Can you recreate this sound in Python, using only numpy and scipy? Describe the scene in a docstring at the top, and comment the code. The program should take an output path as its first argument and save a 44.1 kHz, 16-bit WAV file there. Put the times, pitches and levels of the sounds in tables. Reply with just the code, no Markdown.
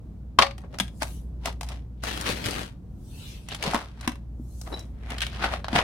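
"""Sharp snaps and crinkles of stiff plastic: a blister tray pried open by hand, close up in a small room.
Creases flip with a crack and ring the sheet, squeezes set off crunches, and whole panels flex with a thump.
The tray rasps as it sticks and slips out of its sleeve, and a small hard piece clinks faintly.
Soft, airy swells of hiss with a low rub come between the crackles; mains hum and rumble lie underneath."""
import sys
import numpy as np
from scipy import signal
from scipy.fft import rfft, irfft, next_fast_len
from scipy.io import wavfile
from scipy.ndimage import uniform_filter1d, map_coordinates

SR = 44100
rng = np.random.default_rng(int(sys.argv[2]) if len(sys.argv) > 2 else 0)


def store_wav(level_fs):
    """Save 16-bit WAV to argv[1]."""
    pcm = np.round(np.clip(np.atleast_2d(level_fs), -1, 1) * 32767)
    wavfile.write(sys.argv[1], SR, pcm.T.astype(np.int16))


N = 257103
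BODY_HZ, TICK_HZ, TOP_HZ = 1500, 6000, 16100  # body/crack crossover, crack/tick crossover, band limit


def snaps(body_t60=0.011, crack_t60=0.024, tick_t60=0.026, tail_t60=0.095):
    """A crease flips with a hard crack and rings its facet; bending waves die away in the tray."""
    # the loudest buckles: (time [s], relative crack [dB], relative body [dB], facet pitch [Hz])
    buckles = [(0.3872, -17, -14.5, 1134), (0.3891, -12, -9, 1450), (0.4217, -14, -18.5, 1190),
               (0.4322, -26, -21, 1120), (0.5806, -46, -47, 3100), (0.7862, -32, -38, 5500),
               (0.7998, -19.5, -29, 3530), (1.0209, -35.5, -26, 870), (1.0302, -29.5, -36, 914),
               (1.4574, -26.5, -29, 1270), (1.6103, -35, -34, 2760), (1.6312, -39.5, -41, 855),
               (1.688, -40, -53, 3600), (2.0369, -40.5, -30, 1470), (2.2111, -35, -57, 4660),
               (2.4586, -35, -49, 1506), (2.5088, -35.5, -44, 4470), (3.4867, -38, -43, 2840),
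               (3.5471, -32, -38.5, 3300), (3.626, -27, -58, 2640), (3.6381, -29.5, -32.5, 6500),
               (3.711, -36, -53, 2670), (3.735, -42, -24, 885), (3.7452, -27.5, -20, 1050),
               (4.0104, -43.5, -51, 3800), (4.0763, -23.5, -26, 1040), (4.6136, -47.5, -50, 5300),
               (4.793, -51.5, -61, 5400), (5.1039, -36.5, -62, 3020), (5.1824, -33, -45, 3200),
               (5.2057, -29.5, -43, 3200), (5.2179, -24, -41, 3140), (5.2227, -28.5, -49, 3160),
               (5.2662, -31.5, -39, 3130), (5.4411, -30, -21, 1490), (5.537, -34, -25.5, 1540),
               (5.644, -34.5, -31.5, 1640), (5.6829, -32.5, -27, 1560), (5.7298, -36.5, -34, 3030),
               (5.7535, -29, -22.5, 788), (5.7875, -22.5, -29, 1940)]
    out, t = np.zeros((2, N)), np.arange(SR // 8) / SR
    decays = [(body_t60, -14), (crack_t60, -14), (tick_t60, -18)]  # (t60 [s], tail level [dB])
    envelopes = np.array([fade(t, t60) + amp(db) * fade(t, tail_t60) for t60, db in decays])
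    for s, crack_db, body_db, hz in buckles:
        waves = envelopes[:, None] * stereo_noise(len(t))
        low, middle, high = coloured(waves, lambda f: crease_db(f) + hollow_db(f, hz))
        body = split(low, BODY_HZ)[0]
        crack = split(split(middle, BODY_HZ)[1], TICK_HZ)[0]
        tick = split(high, TICK_HZ)[1]
        tick_db = -13 + 0.6 * crack_db + grip_db(s)  # a big crease is duller: its treble grows less
        bands = [(body, body_db + 0.5), (crack, crack_db + 1.5), (tick, tick_db)]
        snap = sum(amp(db) * band / np.std(band[:, :SR // 200]) for band, db in bands)  # by first 5 ms
        snap += amp(-1) * facet_gain(hz, body_db, crack_db) * facet_ring(hz, t)
        add(out, s, snap)
        for delay, db in settling_ticks():
            add(out, s + delay, amp(db) * snap)
    return out


def facet_ring(hz, t, cycles=45):
    """A flipped facet rings in two modes for some dozens of cycles."""
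    modes = [(hz, 0), (0.75 * hz, -6)]  # (pitch [Hz], level [dB])
    return sum(amp(db) * np.sin(2 * np.pi * f * t) * fade(t, cycles / f) for f, db in modes)


def facet_gain(hz, body_db, crack_db):
    """A large, low facet sounds with the body of the shell; a small, high one with the crack."""
    return amp(body_db if hz < BODY_HZ else crack_db)


def settling_ticks(within_s=0.09, level_db=-11, loss_db_per_s=190, count=3):
    """The sheet settles after a snap in a few ever weaker ticks: (delay [s], level [dB])."""
    return [(delay, level_db - loss_db_per_s * delay) for delay in within_s * rng.random(count)]


def crinkle(flex_db=6, flex_hz=240, grip_share=0.46, grip_hz=3500):
    """Under a squeeze, tiny creases set each other off in a hollow crunch; the bending panel adds bass."""
    # (crest time [s], swell time [s], relative body [dB], crackle level [dB], hollow pitch [Hz])
    crunches = [(0.402, 0.0046, -18, -24.5, 1170), (0.645, 0.021, -47, -63, 655),
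                (0.747, 0.014, -40.5, -48, 665), (1.024, 0.0066, -34, -30, 1620),
                (1.476, 0.0168, -32.5, -32.5, 920), (1.721, 0.033, -45, -44, 960),
                (2.111, 0.033, -62, -40, 3380), (2.266, 0.0071, -39.5, -29, 2670),
                (2.29, 0.015, -31.5, -34.5, 373), (3.525, 0.017, -37, -35.5, 3370),
                (3.668, 0.033, -30, -30, 693), (3.752, 0.047, -32.5, -33, 1150),
                (4.045, 0.049, -48, -46.5, 1590), (4.676, 0.0095, -40, -45.5, 1240),
                (4.733, 0.022, -35.5, -50, 467), (4.777, 0.046, -47, -50.5, 622),
                (5.12, 0.048, -37.5, -42, 2000), (5.232, 0.01, -39, -28, 2660),
                (5.35, 0.06, -44.5, -44.5, 3030), (5.445, 0.027, -26.5, -27.5, 1310),
                (5.535, 0.026, -34, -33, 694), (5.764, 0.019, -23.5, -22, 776),
                (5.79, 0.029, -22.5, -27.5, 1160)]
    out, t = np.zeros((2, N)), np.arange(-SR // 4, SR // 4) / SR
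    for s, swell, body_db, crackle_db, hz in crunches:
        # a quick collapse is a dense burst; a slow squeeze breaks up into single crackles
        creases = grains(len(t), per_s=2600, spread_db=min(2.8 + 55 * swell, 5), lag_s=0.0003)
        bass_db = lambda f: flex_db * np.exp(-(f / flex_hz) ** 2)
        treble_db = lambda f: grip_share * grip_db(s) * (1 - np.exp(-(f / grip_hz) ** 4))
        colour = lambda f: tray_db(f) + hollow_db(f, hz) + bass_db(f) + treble_db(f)
        low, high = split(coloured(creases, colour), BODY_HZ)
        crunch = amp(body_db - 1.5) * unit(low) + amp(crackle_db) * unit(high)
        pops = amp(-2) * facet_gain(hz, body_db, crackle_db) * patter(len(t), hz)
        envelope = np.exp(-np.abs(t) / (swell * np.where(t < 0, 0.92, 1)))  # slightly quicker in than out
        add(out, s + t[0], envelope * (crunch + pops))
    return out


def patter(length, hz, scatter_octaves=0.42, cycles=20, count=250):
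    """Many small facets pop, each with its own short ring near a common pitch."""
    t = np.arange(SR // 40) / SR
    when, size, pan = rng.random((3, count, 1))
    pitch = np.minimum(hz * 2 ** (scatter_octaves * rng.standard_normal((count, 1))), TOP_HZ)
    pops = uneven(size, spread_db=3) * np.sin(2 * np.pi * pitch * t) * fade(t, cycles / pitch)
    at = ((when * length).astype(int) + np.arange(len(t))).ravel() % length
    return unit(np.array([np.bincount(at, (share * pops).ravel(), length) for share in (pan, 1 - pan)]))


def tray_db(hz, detune=0.02, vary_db=3):
    """The sheet's broad colour, with the tray's resonances detuned and reweighted for every hit."""
    # spectrum of the sheet: (frequency [Hz], level [dB])
    sheet = [(100, -20), (220, -4), (390, -6), (600, -9), (1100, -7), (4600, -9), (7300, -23),
             (9300, -21.5), (16000, -39)]
    # resonances of the tray: (centre [Hz], width [Hz], lift [dB])
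    shell = [(565.6, 8.4, 9), (683, 150, 6.5), (804, 23, 5.5), (1885, 36.5, 3.5), (3980, 57, -2),
             (4550, 730, -3.5)]
    chance = rng.standard_normal((len(shell), 2))
    lifts = [(db + vary_db * louder) / (1 + (2 * (hz - centre * (1 + detune * higher)) / width) ** 2)
             for (centre, width, db), (higher, louder) in zip(shell, chance)]
    return along(sheet, hz) + sum(lifts)


def crease_db(hz, thin_db=12, thin_hz=540):
    """One small crease moves too little air to give much bass."""
    return tray_db(hz) - thin_db * np.exp(-(hz / thin_hz) ** 4)


def hollow_db(hz, centre_hz, lift_db=4, octaves=0.24):
    """The bent part of the tray favours a broad band around its own pitch."""
    return lift_db * np.exp(-(np.log2((hz + 1) / centre_hz) / octaves) ** 2)


def grip_db(s):
    """How freely the fingers let the sheet's treble ring at s seconds."""
    # successive grips: (start [s], treble lift [dB])
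    grips = [(0.382, -7), (0.74, 1), (1.6, -2), (2.03, 3), (3.48, -2.5), (4.6, 3), (5.06, -6), (5.4, -14)]
    starts, treble = np.transpose(grips)
    return treble[max(np.searchsorted(starts, s, side="right") - 1, 0)]


def thumps(t60=0.1, attack_s=0.00111, upper_ratio=1.21):
    """A whole panel flexes and swings for a few low cycles in two close modes."""
    # panel flexes: (time [s], relative level [dB], pitch [Hz])
    flexes = [(0.807, -22.5, 191), (3.675, -21, 157), (3.744, -19.5, 233), (4.076, -17, 248),
              (4.397, -29.5, 245), (5.73, -19.5, 235), (5.753, -17, 152)]
    out, t = np.zeros(N), np.arange(SR // 4) / SR
    for s, db, hz in flexes:
        swing = np.sin(2 * np.pi * hz * t) + amp(-6) * np.sin(2 * np.pi * hz * upper_ratio * t)
        add(out, s, amp(db - 1) * swing * fade(t, t60) * (1 - np.exp(-t / attack_s)))
    return out


def scrape(flutter_db=1.4, judder_db_per_s=4, left_db=1.34):
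    """Plastic sticks and slips along the sleeve in a dense rasp, juddering more as the tray comes free."""
    # the pull out of the sleeve: (time [s], effort [dB])
    pull = [(2.02, -63), (2.034, -33), (2.252, -36.5), (2.264, -28.5), (2.416, -39), (2.456, -29.5),
            (2.544, -35.5), (2.612, -31.5), (2.78, -75.5)]
    # spectrum of the sliding plastic: (frequency [Hz], level [dB])
    spectrum = [(50, -13), (110, 2.5), (250, 1), (700, -6.5), (1200, -8), (1800, -10), (3900, -14),
                (7300, -24), (9500, -23.5), (16000, -35.5)]
    slips = grains(N, per_s=4000, spread_db=4.3, lag_s=0.0008)
    friction = coloured(slips, lambda hz: along(spectrum, hz))
    low, high = split(shifting(friction, depth_db=1.9), BODY_HZ)  # the contact point travels
    judder_db = -5.5 + judder_db_per_s * (np.arange(N) / SR - 1.77)
    judder = amp(judder_db + flutter_db * wobble(60)) * unit(low)
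    rasp = amp(-2 + flutter_db * wobble(60)) * unit(high)
    return fader(pull) * amp([[left_db], [-left_db]]) * (judder + rasp)


def airy_swells(rub_lag_s=0.039, rub_share=0.72):
    """Soft, airy hiss swells and fades between the crackles, with a lower rub cresting just after it."""
    # swells: (crest time [s], swell time [s], relative rub [dB], relative hiss [dB])
    swells = [(1.089, 0.1, -52.5, -49.5), (3.241, 0.17, -41.5, -51), (4.634, 0.16, -60, -54.5)]
    # spectrum of the airy noise: (frequency [Hz], level [dB])
    spectrum = [(2000, 0.5), (2900, 10), (6800, 1), (9500, 2), (16000, -8.5)]
    t = np.arange(N) / SR
    noise = coloured(rng.standard_normal((2, N)), lambda hz: along(spectrum, hz))
    low, high = split(shifting(noise, depth_db=-3.7), TICK_HZ)
    bell = lambda s, swell: (1 + ((t - s) / swell) ** 2 / 10) ** -10
    rub = sum(amp(db - 7) * bell(s + rub_lag_s, rub_share * swell) for s, swell, db, _ in swells)
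    hiss = sum(amp(db - 2) * bell(s, swell) for s, swell, _, db in swells)
    tremble = amp(0.66 * wobble(21))
    return tremble * (rub * unit(low) + hiss * unit(high))


def shifting(x, depth_db):
    """Resonances come and go as a smooth random ripple moves over the spectrum."""
    spectra = signal.stft(x, nperseg=1024)[2]
    ripple = rng.standard_normal(spectra.shape[1:])
    for _ in range(2):
        ripple = uniform_filter1d(uniform_filter1d(ripple, size=5, axis=0), size=4, axis=1)
    return signal.istft(spectra * amp(depth_db * unit(ripple)), nperseg=1024)[1][:, :N]


def clinks(t60=0.066, attack_s=0.00088):
    """A small hard piece is nudged and rings faintly."""
    # light contacts: (time [s], relative level [dB])
    contacts = [(4.726, -41.5), (4.741, -33), (4.774, -47), (4.803, -48.5)]
    # modes of the piece: (pitch [Hz], relative level [dB])
    modes = [(3930, 7.5), (5350, -9)]
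    out, t = np.zeros(N), np.arange(SR // 4) / SR
    for s, db in contacts:
        ring = sum(amp(level) * np.sin(2 * np.pi * (hz * t + rng.random())) for hz, level in modes)
        add(out, s, amp(db) * ring * fade(t, t60) * (1 - np.exp(-t / attack_s)))
    return out


def room(x):
    """The walls answer with a short tail that loses its treble first."""
    # reverb decay: (frequency [Hz], t60 [s])
    decay = [(200, 0.23), (2500, 0.21), (14000, 0.2)]
    hz, t, spectra = signal.stft(stereo_noise(SR // 2), SR, nperseg=256)
    tail = signal.istft(spectra * fade(t, along(decay, hz)[:, None]), SR, nperseg=256)[1]
    tail = np.pad(tail / np.linalg.norm(tail[0]), ((0, 0), (SR // 200, 0)))  # 5 ms pre-delay
    return signal.fftconvolve(x, tail, axes=1)[:, :N]


def background(rumble_db=-42):
    """A wavering mains hum sits over the low rumble of the room."""
    # mains partials: (pitch [Hz], relative level [dB])
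    partials = [(59.2, -0.5), (118.4, -15)]
    # slow drift of the whole hum: (time [s], level [dB])
    drift = [(0, -43), (1.2, -38), (2.1, -37.5), (3.1, -46), (4.4, -37), (5.83, -37)]
    # spectrum of the rumble: (frequency [Hz], level [dB])
    room_tone = [(20, -20), (48, 4.5), (85, 3), (220, -5.5), (400, -18.5), (800, -29), (2000, -45),
                 (16000, -56.5)]
    t = np.arange(N) / SR
    hum = sum(amp(db + wobble(3.2)) * np.sin(2 * np.pi * (hz * t + rng.random())) for hz, db in partials)
    rumble = unit(coloured(stereo_noise(N), lambda hz: along(room_tone, hz)))
    return np.sqrt(2) * fader(drift) * hum + amp(rumble_db - wobble(2.877)) * rumble


def grains(length, per_s, spread_db, lag_s):
    """Tiny random slips of very unequal size, reaching left and right at different moments."""
    when, size, sign, lag = rng.random((int(per_s * length / SR), 4)).T
    push = np.sign(sign - 0.5) * uneven(size, spread_db)
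    left = (when * length).astype(int)
    right = left + np.round(lag_s * SR * (2 * lag - 1)).astype(int)
    return unit(np.array([np.bincount(at % length, push, length) for at in (left, right)]))


def uneven(draw, spread_db):
    """Uniform draws become gains: many small, a few large."""
    return amp(-spread_db * np.log(np.maximum(draw, 0.02)))


def stereo_noise(length):
    """White noise, narrow in the bass and wide in the treble."""
    # left-right likeness: (frequency [Hz], correlation [0-1])
    likeness = [(100, 0.98), (900, 0.59), (2500, 0.05)]
    m = next_fast_len(length)
    angle = np.arccos(along(likeness, np.fft.rfftfreq(m, 1 / SR))) / 2
    spectra = rfft(rng.standard_normal((2, length)), m)
    mid, side = irfft(spectra * [np.cos(angle), np.sin(angle)], m)[:, :length]
    return np.array([mid + side, mid - side])


def coloured(x, level_db):
    """Minimum-phase EQ whose gain in dB is a function of frequency."""
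    m = 2 * next_fast_len(x.shape[-1] // 2 + 2048)
    cepstrum = irfft(np.log(amp(level_db(np.fft.rfftfreq(m, 1 / SR)))))
    cepstrum[1:m // 2] *= 2
    cepstrum[m // 2 + 1:] = 0
    return irfft(rfft(x, m) * np.exp(rfft(cepstrum)))[..., :x.shape[-1]]


def split(x, hz):
    """Crossover: the parts of x below and above hz."""
    return [signal.sosfilt(signal.butter(3, hz, side, fs=SR, output="sos"), x) for side in ("low", "high")]


def fader(points):
    """A smoothed gain curve through (time [s], level [dB]) points, silent outside them."""
    times, levels = np.transpose(points)
    db = np.interp(np.arange(N) / SR, times, levels, left=-120, right=-120)
    return uniform_filter1d(amp(db), size=256)


def wobble(rate):
    """A smooth random curve, rate knots a second."""
    return map_coordinates(rng.standard_normal(int(N * rate / SR) + 4), [np.arange(N) * rate / SR])


def along(points, hz):
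    """Read (frequency [Hz], value) points on a log axis."""
    frequencies, values = np.transpose(points)
    return np.interp(np.log(hz + 1), np.log(frequencies), values)


def fade(t, t60):
    """A decay that loses 60 dB in t60 seconds."""
    return np.exp(-np.log(1000) * t / t60)


def amp(db):
    """Decibels to gain."""
    return 10 ** (np.asarray(db) / 20)


def unit(x):
    """Scale to rms 1."""
    return x / np.sqrt(np.mean(x ** 2) + 1e-20)


def add(track, s, sound):
    """Mix a sound into the track at s seconds."""
    part = track[..., round(s * SR):][..., :sound.shape[-1]]
    part += sound[..., :part.shape[-1]]


def scene(room_db=-14):
    """The tray is handled close by, a little to the left, over the room tone."""
    # panning EQ: (frequency [Hz], gain added left and taken from the right [dB])
    pan = [(120, -0.3), (500, 1.46), (9000, 1)]
    close = snaps() + thumps() + clinks() + crinkle() + scrape() + airy_swells()
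    placed = np.array([coloured(channel, lambda hz: side * along(pan, hz))
                       for channel, side in zip(close, (1, -1))])
    return placed + amp(room_db) * room(placed) + background()


def record(dry):
    """The phone overloads at full scale and keeps nothing above its band limit."""
    m = next_fast_len(N + SR // 2)
    passband = np.fft.rfftfreq(m, 1 / SR) < TOP_HZ
    return irfft(rfft(np.clip(dry, -1, 1), m) * passband, m)[:, :N]


dry = scene()
out = record(dry)
store_wav(out)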